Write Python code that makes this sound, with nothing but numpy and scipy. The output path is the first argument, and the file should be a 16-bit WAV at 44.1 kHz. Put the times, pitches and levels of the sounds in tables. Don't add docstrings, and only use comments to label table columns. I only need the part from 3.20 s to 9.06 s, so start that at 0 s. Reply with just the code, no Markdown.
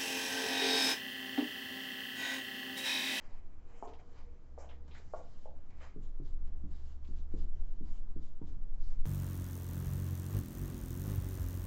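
import sys
import numpy as np
from scipy import signal
from scipy.io import wavfile

SR = 44100
rng = np.random.default_rng(int(sys.argv[2]) if len(sys.argv) > 2 else 0)


def store_pcm(level_fs):
    pcm = np.round(np.clip(level_fs, -1, 1) * 32767).astype(np.int16)
    wavfile.write(sys.argv[1], SR, np.atleast_2d(pcm).T)


def to_linear_factor(level_db):
    exponent = np.asarray(level_db, float) / 20
    return 10 ** exponent


N = 258245

# (time [s], level [dB])
ARM_LEAN = [(0, -36.5), (.52, -44), (.85, -50.5), (1.0, -45.5), (1.25, -58), (1.52, -43), (1.68, -49),
            (2.05, -40), (2.46, -37.5), (2.64, -44.5), (3.35, -35.5), (3.75, -41.5), (4.03, -39),
            (4.16, -31.5), (5.07, -32), (5.2, -37), (5.76, -26.5), (5.86, -26.5)]
# (time [s], hold [s], level [dB])
HAND_PUSHES = [(0.097, .03, -44.5), (1.0, 0.035, -44.5), (2.827, 0.15, -35), (3.129, .1, -32.5),
               (3.49, 0.17, -40), (3.913, 0.061, -35), (4.158, .12, -32.5), (4.416, 0.11, -36),
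               (4.69, .03, -34), (5.326, 0.49, -36), (5.773, .1, -29.5)]
# (time [s], peak [dB], contact [ms], share of ring time [1])
TIP_LANDINGS = [
    (2.758, -40, 2.34, 0.85),
    (2.996, -39, 2.44, 0.58),
    (3.434, -40, 4.2, 0.98),
    (3.884, -44.5, 3.2, 1),
    (4.136, -33.5, 2.15, 0.9),
    (4.606, -40, 2.9, 0.97),
    (4.959, -37.5, 2.5, 0.52),
    (5.212, -35.5, 2.84, 0.66),
]
# (frequency [Hz], level [dB], t60 [s])
PANEL_MODES = [(142.2, -6, 0.4), (184.3, -4, 0.15), (228.15, -4, 0.22), (285.8, -1, 0.21),
               (329.4, -0.5, 0.12), (362.6, -0.5, 0.092), (421, -4, .09), (534, -12, 0.19),
               (609, -11.5, 0.097), (750, -22, 0.034)]
# (time [s], hold [s], hiss [dB], body re hiss [dB])
FELT_STROKES = [(2.834, 0.018, -75.5, -1), (3.06, 0.019, -74.5, 0.5), (3.516, 0.11, -77, 2.5),
                (3.66, .06, -76, 1.5), (3.835, 0.023, -81.5, 4.5), (3.88, .06, -80.5, -2),
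                (3.969, 0.027, -76, -5), (4.117, .02, -82.5, 8), (4.179, 0.04, -72.5, 2),
                (4.351, 0.038, -82.5, 4.5), (4.44, 0.13, -84.5, 2), (4.662, 0.12, -76.5, 3.5),
                (5.026, 0.042, -74.5, -5), (5.275, .02, -74, 1.5), (5.48, 0.015, -89.5, -1),
                (5.552, 0.0092, -85, -8.5), (5.614, 0.07, -76, -0.5), (5.703, .03, -74, 3),
                (5.795, 0.024, -82.5, 5)]
# (time [s], hold [s], hiss [dB], sheen re hiss [dB], body re hiss [dB])
CLOTH_RUSTLES = [(0.023, .03, -78, -5, 12.5), (0.104, .07, -80.5, -10, 12), (0.25, 0.23, -96.5, -2.5, 16.5),
                 (0.493, 0.069, -83, -4.5, 13.5), (0.578, 0.015, -79.5, -1, 10.5),
                 (0.643, .01, -77, -0.5, 8), (0.866, .05, -85, -4.5, 7), (0.941, .005, -82.5, -1.5, 4),
                 (0.983, .005, -70, -13, 8), (1.08, .2, -94, -6, 14), (1.439, .01, -79, -3, 13.5),
                 (1.737, 0.006, -71, -16, 3), (1.835, .06, -78, -3, 2.5), (1.969, .015, -71.5, -1.5, 4.5),
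                 (2.051, .21, -78, -4.5, 3), (2.644, 0.0089, -69.5, -7, 9.5)]
# (time [s], hold [s], hiss [dB], sheen re hiss [dB], body re hiss [dB])
PAPER_CREASES = [(0.683, 0.014, -77, -3, 11), (0.736, 0.012, -76, -9, 7.5), (0.79, 0.013, -77, -6, 9),
                 (1.387, 0.035, -72.5, 1.5, 1.5), (1.495, 0.018, -73, -23, 10.5),
                 (1.68, 0.011, -80, -4, 9.5), (1.747, 0.042, -69.5, -4.5, 5.5),
                 (2.503, .003, -83, -9.5, 13), (2.36, .2, -92, -8, 13), (2.61, 0.028, -74.5, -7, 14.5),
                 (3.271, 0.0027, -81, -9, 8.5)]
# (frequency [Hz], density [dB/Hz])
HISS_SPECTRUM = [(1100, -26), (1900, -10.5), (2600, 1.5), (3300, 1.5), (4300, -3), (5200, 0), (6800, -25),
                 (11000, -100)]
# (frequency [Hz], density [dB/Hz])
SHEEN_SPECTRUM = [(3060, -35), (5200, -16.5), (6790, -9.5), (7460, -12.5), (8000, -9.5), (10400, -42),
                  (17600, -120)]
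# (frequency [Hz], density [dB/Hz])
BODY_SPECTRUM = [(290, -28.5), (520, -2), (900, -1), (1500, -7), (2200, -5), (3000, -12), (4500, -31),
                 (7000, -100)]
# (time [s], peak [dB], centre [Hz], half width [octaves], t60 [s])
TICKS = [(.651, -57, 7030, .2, .06), (.676, -53.5, 3300, 0.51, 0.12),
         (.736, -53.5, 2700, 0.37, .13), (1.491, -52.5, 3010, 0.2, 0.22),
         (1.680, -53, 2790, 1.7, 0.081), (1.712, -52, 2800, 0.35, 0.22),
         (1.751, -48, 1750, 0.4, 0.26), (2.507, -57.5, 1800, 1.7, 0.06),
         (2.603, -55, 2100, 0.42, 0.43), (3.002, -63, 900, .5, .06),
         (3.275, -58.5, 1790, 1.7, 0.061), (3.848, -56.5, 2880, 0.47, 0.13),
         (3.875, -56, 3200, 0.99, 0.089), (4.963, -63, 900, 0.48, .06),
         (5.217, -54, 750, 0.41, 0.14), (4.14, -59.5, 806, .4, 0.097)]
# (time [s], peak [dB], contact [ms], share of ring time [1])
DESK_BUMP = [
    (0.624, -30.5, 0.89, 0.45),
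]
# (frequency [Hz], level [dB], t60 [s])
DESK_MODES = [(264.2, -10, 0.56), (416.5, -5, 0.44), (455, -11.5, 0.87), (660, -9, 0.36), (717, -1, 0.2),
              (820, 4.5, 0.086), (900, 9, 0.057), (1040, -2, 0.18), (1086, -12, 0.16), (1276, -4, 0.13)]
# (time [s], peak [dB], contact [ms], share of ring time [1])
WOOD_KNOCKS = [(.793, -55, 0.6, .6), (.814, -58.5, 0.92, 0.81), (1.79, -59, 3.2, 0.38),
               (1.376, -42, 1.14, 0.39), (1.398, -50, 0.48, 0.95), (1.408, -53, 0.66, 0.57),
               (1.424, -48.5, 0.75, 1), (1.443, -47, 0.95, 0.53), (1.462, -57, 0.66, 0.7),
               (1.494, -54, 0.67, 0.56), (1.935, -30.5, 1.03, 0.54), (2.255, -40.5, 1.5, 1.1)]
# (frequency [Hz], level [dB], t60 [s])
WOOD_MODES = [(547, -5, 0.051), (630, -2.5, 0.057), (711, 0, 0.075), (810, -4, 0.058), (869, -1.5, 0.024),
              (983, -12, 0.15), (1137, -6.5, 0.06), (1412, -10, 0.11), (1560, -12, 0.066)]
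# (time [s], hold [s], level [dB], pitch [Hz])
DRONE_SWELLS = [(0.382, .06, -58, 65.68), (0.709, .05, -59, 67.1), (0.955, .18, -57, 66.06),
                (1.319, .45, -52.5, 66.93), (1.917, .14, -60, 68.07), (2.263, 0.11, -57, 65.06),
                (2.579, .1, -53, 68.14), (2.856, .03, -57, 63.03), (3.096, 0.32, -50.5, 65.72),
                (3.417, .7, -48.5, 65.09), (4.181, 0.062, -45.5, 66.5), (4.374, 0.046, -48, 64.7),
                (4.635, 0.035, -50, 63.1), (4.954, 0.051, -49.5, 63.3), (5.244, 0.064, -48, 66),
                (5.575, .1, -54, 65.8), (5.79, 0.054, -51, 66.7)]
# (time [s], pitch [Hz], level [dB])
MOTOR = [(0, 463, -85), (.4, 469, -87), (.55, 464, -68.5), (1.1, 464, -72.5), (1.25, 458, -83),
         (1.6, 472.5, -71.5), (2.1, 478.6, -98.5)]
# (frequency [Hz], density [dB/Hz])
ROOM_SPECTRUM = [(44, -28.5), (75, -7), (91, -3.5), (125, -13), (300, -13), (519, -23.5), (631, -21.5),
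                 (915, -28), (1110, -27.5), (2430, -43), (7260, -47), (8000, -55), (10400, -85),
                 (17600, -120)]
# (frequency [Hz], density [dB/Hz])
RUMBLE_SPECTRUM = [(18, -15), (26, -3.5), (45, -6), (90, -15), (150, -16), (300, -31.5), (500, -90.5)]
# (time [s], gain [dB])
TRAFFIC_GAIN = [
    (0, -3.5),
    (1.2, -4),
    (1.75, 5.5),
    (2.5, 3.5),
    (2.9, -2),
    (4.8, -0.5),
    (5.1, 4),
    (5.86, 0),
]


def panel_sway():
    first_mode = partial(7.8, to_linear_factor(in_time(ARM_LEAN)[0]), 0.045, 1.0)
    second_mode = partial(18.0, shake(), 0.0721, 1.0)
    build_up = np.interp(np.arange(N) / SR, [0, .12], [.1, 1])
    return (first_mode + second_mode) * build_up


def shake():
    rest_db, rise_db_s, fall_db_s = -50, 147, 42.5
    pushes = [swell(*row, rise_db_s, fall_db_s) for row in HAND_PUSHES]
    return height([to_linear_factor(2 * rest_db)] + pushes)


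def thuds():
    return strike(TIP_LANDINGS, PANEL_MODES, lag_s=0.0019, spot_db=2.53, room_db=-32.5, room_t60_s=0.39,
                  first_echo_s=0.0098, wall_share=0.22)


def rubbing():
    grains_per_s, spread_db = 9000, 2.2
    felt_sheen_db = -5
    rubs = [(swell(s, hold_s, db, 501, 219), felt_sheen_db, body_db) for s, hold_s, db, body_db in FELT_STROKES]
    rubs += [(swell(s, hold_s, db, 199, 199), *colour) for s, hold_s, db, *colour in CLOTH_RUSTLES]
    rubs += [(swell(s, hold_s, db, 2501, 229), *colour) for s, hold_s, db, *colour in PAPER_CREASES]

    size_db = spread_db * np.minimum(rng.exponential(1, (2, N)), 4)
    sizes = to_linear_factor(size_db) * rng.choice([-1, 1], (2, N))
    grains = sizes * (rng.random((2, N)) < grains_per_s / SR)

    hiss_height = height(power * np.clip(1 - to_linear_factor(2 * sheen_db), .08, 1) for power, sheen_db, _ in rubs)
    sheen_height = height(power * to_linear_factor(2 * sheen_db) for power, sheen_db, _ in rubs)
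    body_height = height(power * to_linear_factor(2 * body_db) for power, _, body_db in rubs)
    hiss = to_linear_factor(1.76) * hiss_height * coloured(grains, HISS_SPECTRUM, patchy_db=2.0)
    sheen = sheen_height * coloured(grains[:, ::-1], SHEEN_SPECTRUM, patchy_db=2.5)
    body = body_height * coloured(grains[::-1], BODY_SPECTRUM, patchy_db=1.5)
    return hiss + sheen + body


def ticks():
    out = np.zeros(N + SR)
    for s, peak_db, hz, octaves, t60_s in TICKS:
        path = reflections(-21.0, t60_s, 0.0039)
        edges_hz = np.clip(hz * 2 ** (octaves * np.array([-1, 1])), 30, .4 * SR)
        band = signal.butter(2, edges_hz, "band", fs=SR, output="sos")
        heard = signal.sosfilt(band, path)
        at = round(s * SR)
        out[at:at + len(heard)] += to_linear_factor(peak_db - 1.9) * heard / np.abs(heard).max()
    return out[:N]


def desk_bump():
    return strike(DESK_BUMP, DESK_MODES, lag_s=0.00087, spot_db=0.12, room_db=-30.0, room_t60_s=0.43,
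                  first_echo_s=0.0078, wall_share=0.15)


def wood_knocks():
    return strike(WOOD_KNOCKS, WOOD_MODES, lag_s=0.00098, spot_db=3.0, room_db=-31.5, room_t60_s=0.4,
                  first_echo_s=0.0065, wall_share=0.63)


def drone():
    rest_db, rise_db_s, fall_db_s = -67.5, 180, 159
    s, hold_s, _, hz = np.transpose(DRONE_SWELLS)
    swells = [swell(*row[:3], rise_db_s, fall_db_s) for row in DRONE_SWELLS]
    gain = height([to_linear_factor(2 * rest_db)] + swells)
    pitch_hz = np.interp(np.arange(N) / SR, s + hold_s / 2, hz)
    return partial(pitch_hz, gain, .006, 0.51)


def whine():
    width_hz = 30
    hz, level_db = in_time(MOTOR)
    r, w = np.exp(-np.pi * width_hz / SR), 2 * np.pi * hz.mean() / SR
    poles = [1, -2 * r * np.cos(w), r * r]
    once = signal.lfilter([1, -1], poles, rng.standard_normal(N))
    return to_linear_factor(level_db) * rms_one(signal.lfilter([1], poles, once))


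def room_noise():
    room_db, rumble_db, follow = -64, -60, 0.55
    shake_db = 20 * np.log10(shake())
    rumble_level_db = rumble_db + follow * (shake_db - shake_db.mean()) + in_time(TRAFFIC_GAIN)[0]
    rumble = to_linear_factor(rumble_level_db) * coloured(rng.standard_normal((2, N)), RUMBLE_SPECTRUM, 2.1)
    air = to_linear_factor(room_db) * coloured(rng.standard_normal((2, N)), ROOM_SPECTRUM, 1.1)
    return air + rumble


def strike(events, modes, lag_s, spot_db, room_db, room_t60_s, first_echo_s, wall_share):
    out, t = np.zeros(N + SR), np.arange(SR // 2) / SR
    hz, level_db, t60_s = np.transpose(modes)[:, :, None]
    radiates = signal.butter(3, [.85 * hz.min(), 1.15 * hz.max()], "band", fs=SR, output="sos")
    for s, peak_db, contact_ms, ring_share in events:
        mode_db = level_db + spot_db * rng.standard_normal(hz.shape)
        envelope = to_linear_factor(mode_db - 60 * t / (t60_s * ring_share))
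        bent_hz = hz * (1 + .02 * rng.standard_normal(hz.shape))
        ringing = (envelope * np.sin(2 * np.pi * bent_hz * t)).sum(axis=0)
        push = np.hanning(max(round(contact_ms * SR / 1000), 3))
        direct = signal.fftconvolve(ringing, push)[:len(t)]
        direct = signal.sosfilt(radiates, direct)
        path = reflections(room_db, room_t60_s, first_echo_s)
        path[round(.0066 * SR)] = wall_share
        heard = signal.fftconvolve(direct, path)[:len(t)]
        at = round((s + lag_s) * SR)
        out[at:at + len(t)] += to_linear_factor(peak_db) * heard / np.abs(direct).max()
    return out[:N]


def reflections(room_db, t60_s, first_echo_s):
    t = np.arange(SR // 2) / SR
    path = to_linear_factor(room_db - 60 * t / t60_s) * rng.standard_normal(len(t)) * np.clip(t / first_echo_s, 0, 1)
    path[0] = 1
    return path


def partial(hz, gain, wobble, flutter_db):
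    phase = 2 * np.pi * np.cumsum(hz * (1 + wobble * drift(4.23))) / SR
    flutter = to_linear_factor(flutter_db * drift(9.1))
    return np.sqrt(2) * gain * flutter * np.sin(phase + rng.uniform(0, 2 * np.pi))


def coloured(white, spectrum, patchy_db):
    hz, db = np.transpose(spectrum)
    edges_hz, out = 20 * 2 ** np.arange(0, 8.9, 1 / 3), 0
    for k, (low, high) in enumerate(zip(edges_hz, edges_hz[1:])):
        level_db = np.interp(np.log(low * high) / 2, np.log(hz), db)
        if level_db > -60 and high > hz[0] / 2:
            sos = signal.butter(2, [low, high], "band", fs=SR, output="sos")
            band = signal.sosfilt(sos, white[k % 2])
            out = out + to_linear_factor(level_db + patchy_db * drift(7.7)) * band
    return rms_one(out)


def swell(s, hold_s, level_db, rise_db_s, fall_db_s):
    t = np.arange(0, N + 64, 64) / SR
    below_db = rise_db_s * np.clip(s - t, 0, None)
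    after_db = fall_db_s * np.clip(t - s - hold_s, 0, None)
    return to_linear_factor(2 * (level_db - below_db - after_db))


def height(powers):
    total = sum(powers)
    return np.interp(np.arange(N) / 64, np.arange(len(total)), np.sqrt(total))


def drift(rate_hz):
    r = np.exp(-80 * np.pi * rate_hz / SR)
    slow = signal.lfilter([1], [1, -2 * r, r * r], rng.standard_normal(N // 40 + 2002))[2000:]
    return np.interp(np.arange(N) / 40, np.arange(len(slow)), rms_one(slow))


def in_time(rows):
    s, *columns = np.transpose(rows)
    return [np.interp(np.arange(N) / SR, s, c) for c in columns]


def rms_one(x):
    return x / np.sqrt(np.mean(x ** 2) + 1e-20)


def scene():
    board = panel_sway() + thuds() + rubbing()
    objects = ticks() + desk_bump() + wood_knocks()
    background = drone() + whine() + room_noise()
    mix = board + objects + background
    return mix[None]


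def band_limit(x):
    return signal.sosfilt(signal.butter(12, 8290, fs=SR, output="sos"), x)


def record(dry):
    opening = np.clip(np.arange(N) / (.008 * SR), 0, 1)
    top_cut = signal.cheby1(9, .2, 7525, fs=SR, output="sos")
    mix = signal.sosfilt(top_cut, dry * opening)
    return band_limit(mix)


dry = scene()
out = record(dry)
store_pcm(out)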